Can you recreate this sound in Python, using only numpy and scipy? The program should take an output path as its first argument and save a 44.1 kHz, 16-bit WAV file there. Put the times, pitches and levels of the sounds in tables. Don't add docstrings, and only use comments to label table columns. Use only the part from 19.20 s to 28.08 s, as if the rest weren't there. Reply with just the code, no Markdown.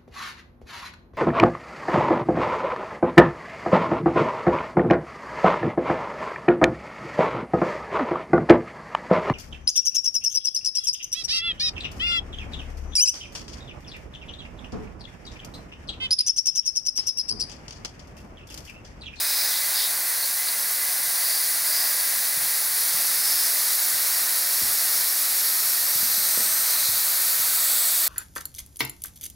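import sys
import numpy as np
from scipy import signal
from scipy.fft import rfft, irfft, next_fast_len
from scipy.io import wavfile

SR = 44100
rng = np.random.default_rng(int(sys.argv[2]) if len(sys.argv) > 2 else 0)


def generate_wav(signal):
    frames = np.transpose(np.atleast_2d(signal))
    scaled = np.clip(frames, -1, 1) * 32767
    pcm = np.round(scaled).astype(np.int16)
    wavfile.write(sys.argv[1], SR, pcm)


N = 391589
TIME = np.arange(N) / SR

# time in seconds, level of its rush in dB.
FLOW = [(0, -35.5), (0.62, -35.5), (0.82, -37), (1.25, -37), (1.85, -36), (2.08, -35), (2.35, -36),
        (2.6, -34.9), (3.48, -36), (3.65, -34.5), (4.2, -33.5), (4.95, -34.5), (5.3, -34), (6.8, -34),
        (7.1, -34), (8.0, -33.5), (8.8, -32.5)]
# time in seconds, fill from 0 to 1.
FILL = [(0, 0.12), (3, 0.15), (4.2, 0.43), (6.3, 0.69), (7.5, 0.84), (8.88, 1)]
# frequency in Hz, relative spectral level in dB.
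SPRAY_COLOUR = [(6000, -29), (8000, -11), (9600, -1.5), (11000, 1.4), (12000, 2.5), (13000, 0.3),
                (14600, 1.5), (16000, 0)]
RUSH_COLOUR = [(2200, -16), (3000, -14), (3400, -4.5), (3900, 1), (4400, 4.5), (5200, 3.5), (6100, 2),
               (7300, 0.25), (8800, 3), (11000, -16.5)]
TUBE_COLOUR = [(40, -32), (100, -23.5), (250, -14.5), (420, -12.5), (530, -5.5), (700, -3), (920, -2),
               (1250, -2), (1850, 2), (2300, -1.5), (2850, -8), (4000, -21)]
# centre in Hz, width in Hz, gain in dB with the tube slack, gain in dB with it full.
VALVE_MODES = [(3020, 330, 1.5, 3), (5300, 89, 0.5, -7), (5580, 170, -1, -2.5), (5870, 190, 1, -8),
               (6170, 180, 2, -1), (6560, 170, -3, 1.5), (7500, 500, -3, -0.5), (8910, 260, 6.5, 3),
               (8980, 340, -3, -4.5), (9700, 250, 5.5, 4), (10320, 170, 6.5, -4), (10600, 280, 0, 8.5),
               (11060, 250, 4.5, 4.5), (11350, 400, -2, 3.5), (12020, 690, -2, 6), (13450, 250, 5, 1),
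               (13340, 250, -3, 10.5), (13850, 300, 0.5, 0.5), (14500, 250, 3, 8), (15200, 350, -0.5, 4.5)]
TUBE_MODES = [(543, 52, 0, -1), (600, 95, -0.5, -3.5), (808, 160, 0.5, -3), (918, 38, -11.5, -9),
              (1042, 65, 0.5, -7), (1294, 80, -8, 3.5), (1510, 46, -2, 3), (1653, 84, 5, -9),
              (1870, 120, 1.5, 0), (2020, 86, 7, -5)]
# peak time and length in seconds, pitch in Hz, level in dB.
SPURTS = [(0.169, .42, 3950, -36.5), (0.181, .3, 5000, -30), (.36, 0.061, 3940, -33),
          (0.602, .08, 4820, -28.5), (0.621, .1, 3820, -31), (1.039, .06, 4370, -34),
          (1.284, 0.024, 4430, -32), (2.106, .24, 4770, -33.5), (2.603, .18, 4860, -29),
          (3.06, 0.046, 4160, -38), (4.125, .24, 5200, -32), (6.995, 0.16, 4240, -36.5),
          (7.647, 0.25, 4150, -32.5)]
# peak time and length in
# seconds, pitch and width in Hz, level in dB.
LONG_WHISTLES = [(0.097, 0.36, 2450, 350, -45.5), (.15, .5, 15500, 700, -32),
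                 (2.64, 0.19, 13800, 1500, -31), (5.7, 2.6, 5540, 200, -39.5),
                 (7.201, .9, 6000, 300, -37.5), (7.27, 0.7, 8650, 1000, -30.5),
                 (7.801, 0.55, 15200, 1010, -38), (8.598, 0.68, 3650, 800, -42),
                 (8.598, .4, 8070, 1050, -30), (8.622, 0.45, 14400, 1200, -29.5)]
# time in seconds, pitch in Hz, level in dB.
SIZZLE = [(0, 9750, -39), (1.7, 9820, -41), (2.1, 9700, -32), (3.0, 10180, -38), (4.1, 10180, -32.5),
          (5.0, 10350, -41), (5.7, 11450, -35), (7.1, 11770, -33), (8.2, 11830, -36), (8.5, 11900, -55)]
# deepest moment and length in seconds, centre and width in Hz, depth in dB.
HOLLOWS = [(.1, 1, 14000, 900, -1), (6.5, 4, 13240, 400, -6), (7.3, 1.1, 10600, 300, -5),
           (8.6, 0.41, 12100, 500, -8), (8.6, 0.97, 5150, 450, -6), (8.75, .4, 6400, 300, -9)]
# echo delay in seconds with the tube slack, share reflected.
SURFACES = [(.0031, 0.056), (.0074, 0.11), (0.0127, 0.18)]
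# frequency in Hz, relative spectral level in dB.
ROOM_COLOUR = [(20, -12), (45, -2), (75, -3), (100, 2.5), (160, 2.5), (400, -5), (1500, -27)]
# start in seconds, level in dB, pitch in Hz.
CREASES = [(1.876, -51, 114.3), (3.173, -38, 134), (3.745, -39.5, 163), (4.743, -48, 123),
           (5.420, -32, 300), (5.428, -36.5, 95.5), (6.757, -39, 150), (6.828, -35, 210), (6.979, -38, 189),
           (7.175, -22.5, 480), (7.178, -37, 169), (7.688, -36, 104), (8.195, -44, 109)]


def undb(db):
    return 10 ** (np.asarray(db) / 20)


def curve(table, column=1):
    rows = np.array(table)
    return np.interp(TIME, rows[:, 0], rows[:, column])


def walk(rate):
    steps = rng.standard_normal(2048)
    return 1.2 * np.interp(TIME * rate, np.arange(len(steps)), steps)


def swell(t, length):
    return np.exp(-2 * (t / length) ** 2)


def add(out, start_s, sound):
    i = int(start_s * SR)
    lo, hi = max(i, 0), min(i + len(sound), N)
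    if hi > lo:
        out[lo:hi] += sound[lo - i:hi - i]


def turbulence(colour, modes, band_hz):
    size = next_fast_len(N, True)
    hz = np.fft.rfftfreq(size, 1 / SR)
    colour_hz, colour_db = np.array(colour).T
    broad_db = np.interp(np.log(hz + 1), np.log(colour_hz), colour_db)
    rolloff = np.minimum(1, hz / colour_hz[0]) * np.minimum(1, colour_hz[-1] / (hz + 1)) ** 2
    coarse_hz = hz[::16]
    modes_db = np.zeros((2, len(coarse_hz)))
    for centre, width, slack_db, full_db in modes:
        modes_db += np.outer([slack_db, full_db], np.exp(-(2 * (coarse_hz - centre) / width) ** 2))
    noise, states = rfft(rng.standard_normal(size)), []
    for state_db in modes_db:
        gain = undb(broad_db + np.interp(hz, coarse_hz, state_db)) * rolloff
        gain /= np.sqrt(np.mean(gain ** 2 * (hz > band_hz[0]) * (hz < band_hz[1])))
        states.append(irfft(noise * gain, size)[:N])
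    slack, full = states
    fill = curve(FILL)
    return (1 - fill) * slack + fill * full


def jet(usual_flow_db=-35, flutter_db=0.39, wander_db=0.47, spray_build_s=1.0):
    spray = turbulence(SPRAY_COLOUR, VALVE_MODES, band_hz=(12500, 15500))
    rush = turbulence(RUSH_COLOUR, VALVE_MODES, band_hz=(5800, 7700))
    roar = turbulence(TUBE_COLOUR, TUBE_MODES, band_hz=(500, 2600))
    flow_db, fill = curve(FLOW), curve(FILL)
    push_db = flow_db - usual_flow_db
    weak_start_db = -2.4 * np.exp(-TIME / spray_build_s)
    spray_db = -28 + 0.56 * push_db + 1.3 * fill + weak_start_db
    roar_db = -36 + 0.49 * push_db - 1.6 * fill
    valve = rush * undb(flow_db) + spray * undb(spray_db)
    flutter = undb(flutter_db * walk(rate=45))
    return valve * flutter + roar * undb(roar_db + wander_db * walk(rate=9))


def narrow_band(offset_hz, width_hz):
    gain = 1 / (1 + (offset_hz / (.7 * width_hz)) ** 2) ** 1.5
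    return gain / np.sqrt(np.mean(gain ** 2))


def whistle(peak_s, length, centre_hz, width_hz, db):
    out, size = np.zeros(N), next_fast_len(int(4 * length * SR), True)
    gain = narrow_band(np.fft.rfftfreq(size, 1 / SR) - centre_hz, width_hz)
    tone = irfft(rfft(rng.standard_normal(N), size) * gain, size)
    t = (np.arange(size) - size / 2) / SR
    add(out, peak_s + t[0], tone * undb(db) * swell(t, length))
    return out


def sizzle(width_hz=900):
    size = next_fast_len(N, True)
    gain = narrow_band(np.fft.rfftfreq(size, 1 / SR), width_hz)
    noise = irfft(rfft(rng.standard_normal((2, size))) * gain, size)[:, :N]
    phase = 2 * np.pi * np.cumsum(curve(SIZZLE, column=1)) / SR
    band = noise[0] * np.cos(phase) + noise[1] * np.sin(phase)
    return band * undb(curve(SIZZLE, column=2))


def edge_tones(spurt_width_hz=520, focus_s=0.045, waver_db=0.16):
    spurts = sum(whistle(peak_s, length, hz, spurt_width_hz * (1 + focus_s / length), db)
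                 for peak_s, length, hz, db in SPURTS)
    held = sum(whistle(*row) for row in LONG_WHISTLES)
    return (spurts + held + sizzle()) * undb(waver_db * walk(rate=25))


def hollowed(hiss):
    for deepest_s, length, hz, width, depth_db in HOLLOWS:
        band = signal.lfilter(*signal.iirpeak(hz, hz / width, fs=SR), hiss)
        dip = undb(depth_db * swell(TIME - deepest_s, length))
        hiss = hiss + band * (dip - 1)
    return hiss


def reflections(hiss, stretch=0.0396):
    lift = 1 + stretch * curve(FILL)
    echoes = sum(share * np.interp(TIME - lag * lift, TIME, hiss, left=0) for lag, share in SURFACES)
    return (hiss + echoes) / np.sqrt(1 + sum(share ** 2 for _, share in SURFACES))


def garage(direct, wet_db, t60):
    t = np.arange(SR) / SR
    tail = rng.standard_normal(SR) * undb(-60 * t / t60) * (t > .012)
    tail *= undb(wet_db) / np.sqrt(np.sum(tail ** 2))
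    return (direct + signal.fftconvolve(direct, tail)[:N]) / np.sqrt(1 + undb(2 * wet_db))


def room_tone(level_db=-63.0):
    return undb(level_db) * turbulence(ROOM_COLOUR, modes=[], band_hz=(0, SR))


def creases(swing_cycles=0.9, flick_db=-8, skin_hz=98, skin_t60=.26):
    out, t = np.zeros(N), np.arange(SR // 2) / SR
    skin = undb(-17) * np.sin(2 * np.pi * skin_hz * t) * undb(-60 * t / skin_t60)
    for start_s, db, hz in CREASES:
        cycles = t * hz
        envelope = np.exp(-(cycles / swing_cycles) ** 2) * (1 - np.exp(-10 * cycles))
        swing = np.sin(2 * np.pi * cycles) * envelope
        flick = undb(flick_db) * np.sin(2 * np.pi * 2 * cycles) * np.exp(-2 * cycles)
        low_cut = signal.butter(2, min(0.94 * hz, skin_hz), "high", fs=SR, output="sos")
        thump = signal.sosfilt(low_cut, swing + flick)
        add(out, start_s, undb(db) * (thump / np.abs(thump).max() + skin * skin_hz / hz))
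    return out


def scene():
    at_valve = hollowed(jet() + edge_tones())
    hiss = garage(reflections(at_valve), wet_db=-16.0, t60=0.58)
    thumps = garage(creases(), wet_db=-3.5, t60=0.69)
    return np.tile(hiss + thumps + room_tone(), (2, 1))


def record(dry):
    return signal.sosfilt(signal.ellip(12, .1, 80, 15750, fs=SR, output="sos"), dry)


dry = scene()
out = record(dry)
generate_wav(out)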